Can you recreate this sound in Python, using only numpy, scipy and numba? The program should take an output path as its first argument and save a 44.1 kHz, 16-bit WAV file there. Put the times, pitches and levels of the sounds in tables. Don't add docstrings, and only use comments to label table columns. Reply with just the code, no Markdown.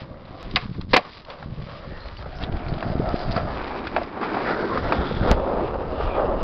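import sys
import numpy as np
from scipy import signal
from scipy.fft import rfft, irfft
from scipy.io import wavfile
from scipy.ndimage import uniform_filter1d
from numba import njit

SR = 44100
rng = np.random.default_rng(int(sys.argv[2]) if len(sys.argv) > 2 else 0)


def wrap_up_sound(samples):
    columns = np.atleast_2d(samples).T
    tamed = np.clip(columns, -1, 1)
    steps = np.round(tamed * 32767).astype(np.int16)
    wavfile.write(sys.argv[1], SR, steps)


def volts(x):
    e = np.asarray(x, float) / 20
    return 10 ** e


N = 283563


def level(x):
    return x / np.sqrt(np.mean(x ** 2))


def curves(table):
    s, *columns = np.transpose(table)
    return [np.interp(np.arange(N) / SR, s, c) for c in columns]


def stretches(table):
    row = np.searchsorted(np.array(table)[:, 0], np.arange(N) / SR, "right") - 1
    held = np.array(table)[np.maximum(row, 0), 1:].T
    return uniform_filter1d(held, int(0.046 * SR))


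def bump(s, length_s):
    return np.exp(-((np.arange(N) / SR - s) / length_s) ** 2)


def walk(rate_hz):
    k = int(SR / rate_hz)
    held = np.repeat(rng.standard_normal(N // k + 1), k)
    return 1.27 * uniform_filter1d(uniform_filter1d(held, k), k)[:N]


@njit
def svf(x, hz, width_hz):
    y, b, l = np.empty(len(x)), 0., 0.
    for i in range(len(x)):
        g, k = np.tan(np.pi * hz[i] / SR), width_hz / hz[i]
        v = (b + g * (x[i] - l)) / (1 + g * (g + k))
        b, l, y[i] = 2 * v - b, l + 2 * g * v, k * v
    return y


def band(x, lo_hz, hi_hz, order=2):
    return signal.sosfilt(signal.butter(order, [lo_hz, hi_hz], "band", fs=SR, output="sos"), x)


def ring(x, modes):
    out = np.zeros(len(x))
    for k, (hz, width_hz, db) in enumerate(modes):
        out += (-1) ** k * volts(db) * svf(x, np.full(len(x), 1. * hz), 1. * width_hz)
    return out


def lift(x, hz, width_hz, ring_db, trim):
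    return (x + volts(ring_db) * svf(x, hz, width_hz)) / (1 + trim * volts(ring_db))


def grit(rate_hz, scatter_db):
    kicks = (rng.random(N) < rate_hz / SR) * rng.standard_normal(N)
    return level(np.tanh(1.35 * kicks * volts(scatter_db * rng.exponential(size=N))))


def share(x, k, tilt):
    parts_hz = [330, 640, 1350, 2500, 4300, 9000]
    hz = np.arange(N // 2 + 1) * SR / N + 1
    hill = np.interp(np.log(hz), np.log(parts_hz[k:k + 3]), [0, 1, 0])
    return level(irfft(rfft(x) * np.sin(np.pi / 2 * hill) * hz ** tilt, N))


def rolling():
    # (from [s], deck [Hz], ring [dB], wheel [Hz], ring [dB])
    rings = [(0, 540, 8, 1100, 2), (.3, 720, 32, 1100, 14), (.6, 590, 1, 1150, -1), (1.25, 565, 7, 1110, 7),
             (1.68, 540, 23, 1170, 7), (1.9, 534, 4, 1280, -6), (2.3, 672, 10, 1410, -0.5),
             (2.749, 669, 15, 1300, 1.5), (3.5, 820, -22, 1170, -8), (4.25, 745, -7, 1004, -26),
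             (4.44, 603, -22, 1405, 15), (4.58, 520, -12.5, 1380, 4), (5.35, 492, -14, 1250, 5),
             (6.14, 601, -8.5, 1240, 2)]
    # (from [s], pitch [Hz], ring [dB])
    truck_rings = [(0, 3670, -17), (1.0, 4540, -27), (1.6, 3070, -17), (1.95, 4300, -25), (2.58, 2300, -2),
                   (2.78, 4800, -4), (3.55, 2360, 2.5), (4.5, 1930, 2.5), (4.9, 3490, -1), (5.33, 2460, -4),
                   (5.6, 2660, -1), (5.95, 2800, 3.5)]
    deck_hz, deck_db, wheel_hz, wheel_db = stretches(rings)
    truck_hz, truck_db = stretches(truck_rings)
    gains, boom_gain = board_gains()

    coarse_db = np.where(np.arange(N) > 4.1 * SR, -14, 2)
    coarse = volts(-9.5) * grit(160, 2.7) * volts(3.9 * walk(14) + coarse_db)
    road = level(grit(2500, 2.5) + .6 * coarse) * volts(1.9 * walk(30))
    metal = level(grit(900, 3.0) + .7 * road + coarse) * volts(1.7 * walk(40))

    deck = lift(share(road, 0, -1.24), deck_hz, 130.0, deck_db, 0.53)
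    wheels = lift(share(road, 1, -1.1), wheel_hz, 220.0, wheel_db, 0.5)
    gains[2:] *= volts(np.array([walk(16), walk(16)]))
    trucks = volts(-4.0) * share(metal, 2, -0.75)
    bearings = volts(1.5) * share(metal + 0.5 * rng.standard_normal(N), 3, 1.0)
    high = lift(gains[2] * trucks + gains[3] * bearings, truck_hz, 370.0, truck_db, 0.71)
    boom = boom_gain * level(band(road, 177.0, 412))
    return gains[0] * deck + gains[1] * wheels + high + boom


def board_gains():
    # (time [s], level [dB], brightness [dB], low boom relative to the level [dB])
    roll = [(0, -45.5, -16.5, -4.5), (.3, -43, -9, -3.5), (.52, -50.5, -5.5, 7), (1.05, -55, -5.5, 2.5),
            (1.4, -43, -6.5, -10.5), (1.6, -50, -13, -15), (1.75, -42, -7, -6), (2.15, -49, 1.5, -7.5),
            (2.5, -38, -14, 0), (2.85, -37, -7.5, 1), (3.2, -30, -24.5, -6.5), (3.6, -33, -5, -3),
            (3.93, -36.5, -3, 3.5), (4.35, -27, -6.5, -2), (5.15, -32, -4.5, 3), (5.42, -21, -24, -9),
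            (5.9, -30, -14.5, -6), (6.43, -25.5, -17, -2.5)]
    # (take-off [s], touch-down [s], drop [dB])
    air = [
        (0.588, 0.95, -29),
        (2.459, 2.513, -5),
        (4.01, 4.213, -8),
    ]
    # (time [s], level [dB], brightness [dB], length [s])
    loads = [(0, -67.5, 20.5, 0.053), (0.433, -55.5, 6.5, 0.034), (0.597, -56, 14.5, 0.076),
             (0.78, -62, 11.5, 0.09), (0.92, -86, 46.5, 0.024), (0.984, -24.5, -17, 0.02),
             (1.046, -48.5, 3.5, 0.046), (1.147, -82.5, 40, 0.042), (1.308, -43, -8.5, 0.029),
             (1.663, -72, 21, 0.13), (2.293, -48, -41, 0.08), (2.424, -55, 8, 0.028),
             (2.69, -42, -7.5, 0.097), (2.892, -30, -21, 0.064), (3.074, -32, -17, 0.082),
             (3.22, -51.5, 12, 0.078), (3.367, -33, -9.5, 0.057), (3.727, -35.5, -37, 0.051),
             (4.5, -33.5, -6, 0.041), (4.91, -32.5, -22.5, 0.072), (5.287, -27, -10, 0.051),
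             (6.05, -37.5, -8, 0.06), (6.167, -53, 2.5, 0.038), (6.22, -24, -32, 0.05),
             (6.285, -27.5, -37, 0.13)]
    # (offset [dB], share of the brightness [1])
    parts = [
        (-0.5, 0.063),
        (0.5, 0.68),
        (-1.87, 0.88),
        (-6, 0.99),
    ]

    def part_gains(db, bright_db):
        return np.array([volts(db + off_db + part * bright_db) * np.ones(N) for off_db, part in parts])

    t = np.arange(N) / SR
    db, bright_db, boom_db = curves(roll)
    for off, on, drop_db in air:
        db = db + drop_db * np.clip(np.minimum(t - off, 10 * (on - t)) / 0.067, 0, 1)
    gains = part_gains(db, bright_db)
    for s, load_db, load_bright_db, length_s in loads:
        gains += part_gains(load_db, load_bright_db) * bump(s, length_s)
    return gains, volts(db + boom_db)


def blows():
    # (time [s], peak [dB], knock pitch [Hz], hardness
    # [dB], t60 [s])
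    slams = [(.559, 5.5, 1550, 20.5, 0.056), (.567, -13, 1100, -0.5, 0.07), (.933, -1, 900, -3.5, 0.069),
             (.937, 1, 483, 0, 0.047), (0.9405, 3.5, 640, -7, 0.048), (.949, -9, 574, -6, 0.027),
             (.9624, 1.5, 1040, -9, 0.037), (0.965, 5.5, 747, -6, 0.051), (0.976, -11, 516, 3, 0.026),
             (3.9636, -3, 793, -21, 0.044), (4.23, -9.5, 960, -45, 0.15), (4.9225, 2, 718, -27.5, 0.038)]
    # (time [s], peak [dB], knock pitch [Hz], hardness [dB])
    knocks = [(0.511, -25, 700, 23), (.745, -37, 1050, -7), (0.812, -23.5, 1220, 21), (1.301, -26, 584, 10),
              (1.426, -24.5, 766, -43), (2.056, -28, 540, -12), (2.261, -27, 535, -64),
              (2.426, -27.5, 501, 5), (2.436, -28.5, 735, -8), (2.826, -13.5, 720, -30.5),
              (3.0, -34, 700, -23), (3.057, -23, 700, -25.5), (3.291, -28, 700, -13), (3.31, -22, 721, 16),
              (3.325, -35, 700, -4), (3.363, -10.5, 1285, -27), (3.377, -12.5, 513, -61),
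              (3.87, -18.5, 1440, -6.5), (3.979, -14.5, 645, -61), (4.015, -20, 645, -37),
              (4.032, -27.5, 1090, 11), (4.173, -21, 805, -20), (4.344, -12.5, 970, -26),
              (4.368, -16, 840, -56), (4.463, -19, 606, -22), (4.757, -13.5, 486, -34),
              (4.774, -7.5, 1240, -46), (5.397, -19, 600, -42), (6.009, -19.5, 500, -39),
              (6.184, -26, 554, -32)]
    # (pitch [Hz], width [Hz], level [dB])
    deck_modes = [(520, 56, 6), (720, 29, 8), (1100, 87, -10.5), (1300, 25, -23)]
    # (pitch [Hz], width [Hz], level [dB])
    truck_modes = [(2020, 800, 11.5), (2300, 120, 4.5), (2800, 230, -19), (2980, 67, -7.5),
                   (4640, 4300, 16.5), (4800, 250, 4.5)]
    out, t = np.zeros(N + SR), np.arange(SR // 4) / SR
    for s, db, knock_hz, hard_db, t60_s in [*slams, *[(*row, 0.06) for row in knocks]]:
        fall = np.exp(-np.log(1000) * t / max(t60_s, .004)) * np.minimum(t / 0.0007, 1)
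        burst = rng.standard_normal((3, len(t))) * [fall, fall ** 1.01, fall ** 3.6]
        burst += 2.43 * np.exp(-t / 0.00024)
        deck = ring(burst[0], [(knock_hz, 170, 0)]) + .5 * ring(burst[0], deck_modes)
        deck += 0.19 * band(burst[0], 580, 1900, order=3)
        deck = band(deck, min(480, .8 * knock_hz), 5000)
        body = band(burst[1], 2100, 2700) + .5 * ring(burst[1], truck_modes[:3])
        crack = band(burst[2], 3090, 5200) + 0.022 * ring(burst[2], truck_modes[3:])
        layers = [(0, deck), (2 + 0.54 * hard_db, body), (hard_db, crack)]
        if .9 < s < 1.0:
            layers.append((-10, band(burst[0], 170, 300)))
        hit = sum(volts(g - max(hard_db, 0)) * p / np.abs(p).max() for g, p in layers)
        out[int(s * SR):int(s * SR) + len(t)] += volts(db - 3.0) * hit
    return out[:N]


def snaps(table, turns, db):
    out, t = np.zeros(N + SR), np.arange(SR // 50) / SR
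    for (s, peak_db, hz), lean in zip(table, rng.standard_normal((len(table), 2))):
        fall = np.exp(-hz * t / turns)
        onset = 1 - np.exp(-(3 * hz * t) ** 2)
        overtone = np.sin(2 * np.pi * hz * t * (1.7 + 0.35 * lean[1]))
        kick = fall * onset * (np.sin(2 * np.pi * hz * t) + 0.46 * lean[0] * fall * overtone)
        out[int(s * SR):int(s * SR) + len(t)] += volts(peak_db + db) * kick
    return out[:N]


def grain_ticks():
    # (time [s], peak [dB], pitch [Hz])
    ticks = [(1.1187, -35, 3010), (2.5712, -27, 1120), (4.9235, -22, 1500), (1.2993, -33, 2250),
             (1.3053, -24, 3270), (1.428, -27, 3290), (2.8434, -24, 1205), (4.231, -21, 1300),
             (1.7075, -34, 1200), (1.866, -37, 1200), (2.9007, -29, 1210), (3.3255, -25, 4400),
             (3.102, -26, 4700), (2.0865, -23, 2070), (3.0085, -30, 1300), (2.2243, -26.5, 2190),
             (2.4258, -21, 1340), (2.4372, -15, 3300), (0.9631, 0, 2100), (2.523, -36, 2260),
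             (2.5704, -29, 2020), (2.6183, -27, 2220), (2.6542, -34, 2080), (2.6647, -25, 2010),
             (2.6831, -22, 2080), (2.7265, -28, 2240), (0.978, -14, 3000), (2.7694, -33, 2800),
             (2.7884, -26, 2040), (2.8068, -25, 2060), (2.828, -28, 2010), (2.9241, -29, 2080),
             (3.0927, -32, 2000), (3.1297, -21, 1340), (3.1705, -31, 4640), (3.2614, -29, 1340),
             (3.3328, -21, 1300), (3.3092, -23, 3600), (3.3626, -23, 2150), (3.6211, -24, 902),
             (3.3447, -22, 1270), (3.5247, -41, 2300), (3.5631, -28, 2250), (3.6439, -30, 2520),
             (3.68, -30, 2110), (3.7866, -37, 2000), (3.841, -21.5, 2290), (3.8679, -26, 2010)]
    return snaps(ticks, turns=.5, db=6)


def deck_taps():
    # (time [s], peak [dB], pitch [Hz])
    taps = [(0.812, -26, 1170), (1.301, -28, 580), (1.427, -28, 746), (3.9638, -0.5, 854),
            (3.292, -24, 720), (2.056, -28, 800), (2.191, -27, 900), (2.26, -25, 544), (6.246, -15, 620),
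            (2.46, -25, 485), (2.738, -33, 730), (2.999, -9, 440), (3.057, -25, 700), (3.9815, -10, 674),
            (4.172, -21.5, 547), (4.197, -19.5, 627), (4.369, -11, 860), (4.589, -18, 485),
            (4.698, -21.5, 1050), (5.111, -14, 500), (5.375, -17, 714), (5.397, -8.5, 567),
            (6.196, -8, 600), (5.596, -27, 509), (5.756, -17, 527), (5.814, -12, 480), (5.928, -14, 470),
            (6.001, -12.5, 468), (6.182, -8.5, 550), (6.342, -10, 497)]
    return snaps(taps, turns=1.6, db=0)


def stones():
    # (time [s], peak [dB], pitch [Hz])
    scrapes = [(1.132, -30, 2980), (1.248, -32.5, 2900), (1.6232, -37, 3020), (1.6944, -35, 3280),
               (1.9744, -36, 2780), (2.0025, -32, 4200), (2.082, -31.5, 4130), (2.168, -29.5, 2400),
               (2.168, -36, 4520), (2.2234, -34, 2860), (0.252, -38, 3500), (2.3854, -34, 2620),
               (2.4359, -24, 3370), (2.5234, -30.5, 2400), (2.567, -33, 2590), (3.869, -23, 4200),
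               (2.684, -29, 4430), (2.7377, -28, 2450), (2.782, -30, 2580), (2.806, -24, 2590),
               (3.377, -27, 3000), (2.918, -35, 2420), (3.087, -24.5, 4830), (3.1904, -26, 4730),
               (3.2114, -33, 2600), (3.3155, -22, 4760), (3.364, -20.5, 4700), (3.323, -21, 4500),
               (3.6421, -27, 2510), (3.677, -29, 2640)]
    out, t = np.zeros(N + SR), np.arange(SR // 10) / SR
    u = t / 0.0013
    for s, db, hz in scrapes:
        ping = svf(rng.standard_normal(len(t)) * u * np.exp(-u), np.full(len(t), 1. * hz), 1700.0)
        out[int(s * SR):int(s * SR) + len(t)] += volts(db - 1.0) * ping / np.abs(ping).max()
    return out[:N]


def buzzes():
    # (time [s], level [dB], pitch [Hz], width [Hz], length [s])
    loose_parts = [(0.403, -45, 520, 60, 0.062), (0.565, -23, 730, 90, 0.0054),
                   (0.567, -29, 1460, 250, 0.0077), (0.628, -47, 1140, 200, 0.035),
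                   (0.759, -47.5, 1160, 302, 0.0089), (0.818, -47, 1300, 400, .01),
                   (5.08, -51, 3400, 350, 0.42), (1.828, -53, 1990, 200, 0.021),
                   (1.95, -50, 1810, 200, 0.093), (2.03, -52, 4200, 250, 0.045),
                   (2.182, -47, 4530, 200, 0.012), (2.26, -33, 950, 400, 0.003),
                   (2.33, -46.5, 750, 100, .04), (2.383, -51, 1480, 120, .06), (2.385, -48, 5180, 300, .03),
                   (2.44, -35, 3500, 500, 0.0069), (2.64, -50.5, 2300, 300, 0.046),
                   (2.692, -48.5, 4400, 300, 0.018), (5.313, -20.5, 500, 600, 0.02),
                   (3.12, -41, 1285, 120, 0.047), (3.23, -50, 4630, 500, 0.045),
                   (3.38, -33, 1314, 151, 0.023), (3.967, -17.5, 654, 130, 0.0043),
                   (4.02, -29, 635, 120, 0.0083), (4.332, -27, 340, 80, 0.023),
                   (4.478, -30.5, 1760, 250, 0.024), (4.53, -37, 1780, 300, .03),
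                   (4.62, -36.5, 1565, 150, 0.083), (4.668, -29, 370, 100, 0.064),
                   (4.72, -32, 1036, 120, 0.042), (5.444, -33, 560, 148, 0.091),
                   (5.564, -31, 616, 250, 0.092), (5.628, -22, 395, 150, 0.03),
                   (6.13, -43, 2400, 303, 0.066), (6.144, -50, 3280, 500, 0.097),
                   (6.334, -34, 520, 200, .03)]
    out, shake = np.zeros(N), level(grit(1200, 0.61) + .5 * rng.standard_normal(N))
    for s, db, hz, width_hz, length_s in loose_parts:
        near = slice(max(int((s - 3 * length_s) * SR), 0), int((s + 3 * length_s) * SR))
        buzz = ring(ring(shake[near], [(hz, width_hz, 0)]), [(hz, 2 * width_hz, 0)])
        out[near] += volts(db) * bump(s, length_s)[near] * level(buzz)
    return out


def wind():
    # (time [s], strength [dB], small eddies [dB])
    steady = [(0, -50, 11), (.4, -46.5, 3.5), (.55, -34.5, 1), (.9, -59, 26), (1.05, -52.5, 7),
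              (1.35, -49, 1), (1.5, -49, 18), (1.9, -42, -5), (2.4, -39, 4), (2.9, -41.5, 0),
              (3.45, -30.5, 1), (3.65, -37, -6.5), (4.25, -49.5, 5), (4.7, -42, 3.5), (5.1, -30.5, 1.5),
              (5.5, -29.5, -8), (5.95, -31.5, -5), (6.43, -29, -23)]
    # (time [s], strength [dB], small eddies [dB], length [s])
    gusts = [(0.467, -39, -7, 0.027), (0.714, -53, -26, 0.01), (0.823, -44, 3, 0.044),
             (0.931, -26, -25, 0.016), (1.492, -40, -28, 0.025), (1.604, -34.5, -12, 0.033),
             (1.9, -35.5, -3.5, 0.036), (2.236, -42, -35, 0.15), (2.434, -31, -15, 0.02),
             (2.543, -19.5, -21, 0.023), (2.7, -31.5, 2.5, 0.052), (2.938, -33.5, 12, 0.085),
             (3.066, -37.5, 4.5, 0.07), (3.105, -39, 7, 0.022), (3.3, -30.5, -2, 0.051),
             (3.442, -43, -16, 0.033), (3.973, -37.5, -22, 0.053), (4.456, -44.5, -8, 0.081),
             (4.846, -29.5, 3, 0.043), (4.997, -25.5, -13, 0.019), (5.225, -41.5, 20.5, 0.026),
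             (5.318, -29, -3.5, 0.076), (6.05, -27.5, -38, 0.04), (6.282, -35, -2, 0.04),
             (6.377, -39, 6, 0.067)]
    # (time [s], peak [dB], pitch [Hz], push 1 or pull -1)
    puffs = [(0.0198, -19.5, 207, 1.0), (0.111, -21, 104.0, 1.0), (0.31, -21, 173, 1.0),
             (0.7877, -15.5, 190.0, 1.0), (0.541, -18, 212.0, 1.0), (0.6942, -14.5, 138, 1.0),
             (0.6978, -20, 138, -1), (0.5522, -12, 170, -1), (0.658, -18, 130, 1), (0.714, -19.5, 150, -1),
             (0.7552, -22, 150, -1), (0.784, -16, 170, -1), (0.825, -21, 120, -1), (0.836, -22, 150, -1),
             (0.8473, -17, 130, -1), (.87, -22, 130, -1), (.929, -20, 70, 1), (0.7961, -11.5, 139, -1.0),
             (1.461, -17, 135, 1.0), (1.598, -24.5, 131, 1.0), (1.877, -19.5, 124, 1.0),
             (1.924, -19, 186, -1.0), (2.436, -15.5, 156.0, -1.0), (2.498, -12.5, 142, -1.0),
             (2.5467, -13, 122, -1.0), (2.727, -9.5, 153.0, 1.0), (2.772, -13.5, 187.0, -1.0),
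             (2.8637, -10, 185.0, 1.0), (2.955, -4.5, 216, 1.0), (2.9973, -3, 179, -1.0),
             (3.1428, -0.5, 265, 1.0), (3.2975, -10.5, 138.0, 1.0), (3.3663, -7.5, 157, 1.0),
             (3.4521, -14, 175, -1.0), (4.784, -10.5, 223.0, 1.0), (.792, -21.5, 260, 1),
             (5, -15, 205, -1.0), (5.314, 8, 139, -1.0), (5.317, -1, 480, -1), (5.3182, 5, 450, -1),
             (5.29, -10.5, 40, -1), (5.308, -8, 45, 1), (5.325, -5, 29.6, 1), (5.348, -12, 40, -1),
             (5.5385, -13, 197, -1.0), (6.0125, -20, 236, 1.0), (6.045, -11, 60.5, -1.0)]

    def size_gains(db, small_db):
        return volts(np.array([db, db + small_db, db - 10 + 0.24 * small_db]))

    gains = size_gains(*curves(steady))
    for s, db, small_db, length_s in gusts:
        gains += size_gains(db, small_db)[:, None] * bump(s, length_s)
    rumble, flutter, buffet = gains
    eddies = grit(150, 0.63)
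    out = rumble * level(band(rng.standard_normal(N), 10, 74.0, order=3))
    out += flutter * volts(-2.5) * level(band(eddies, 80, 194.4))
    out += buffet * level(band(eddies + 1.2 * rng.standard_normal(N), 210.0, 500))
    t = np.arange(N) / SR
    for s, db, hz, way in puffs:
        near = slice(max(int((s - .04) * SR), 0), int((s + .04) * SR))
        turns = hz * (t[near] - s)
        out[near] += np.sign(way) * volts(db - 3.5) * np.cos(2 * np.pi * turns) * np.exp(-(turns / 0.26) ** 2)
    return out


def ledges(hits):
    t = np.arange(SR // 4) / SR
    tail = rng.standard_normal(len(t)) * np.exp(-t / 0.022) * (t > .012)
    return volts(-48.5) * signal.fftconvolve(hits, tail)[:N]


def scene():
    hits = blows() + stones()
    board = rolling() + hits + grain_ticks() + deck_taps() + buzzes()
    return (board + ledges(hits) + wind())[None]


def low_pass(x):
    return signal.sosfilt(signal.butter(12, 15800, fs=SR, output="sos"), x)


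def record(dry):
    # (time [s], size [full scale])
    overflow = [(.4290, .05), (.9682, -.8), (5.3146, .68), (6.4299, -.11)]
    x = 0.58 * np.tanh(dry / 0.58)
    x = signal.sosfilt(signal.ellip(8, 1, 60, 5420, fs=SR, output="sos"), x)
    x = x * (1 + 2 * volts(12) * np.cos(2 * np.pi * 11025 * np.arange(N) / SR))
    x = signal.sosfilt(signal.cheby2(16, 120, 7000, fs=SR, output="sos"), x)
    x = np.append(x, np.zeros((1, 9)), axis=1)
    for s, size in overflow:
        mid = round(s * SR)
        at = slice(mid - 4, mid + 5)
        spike = np.sign(x[0, mid]) * abs(size) * np.sinc(np.arange(-4, 5) / 4)
        x[:, at] = np.clip(x[:, at] - spike, -.72, .72)
    return low_pass(x[:, :N])


dry = scene()
out = record(dry)
wrap_up_sound(out)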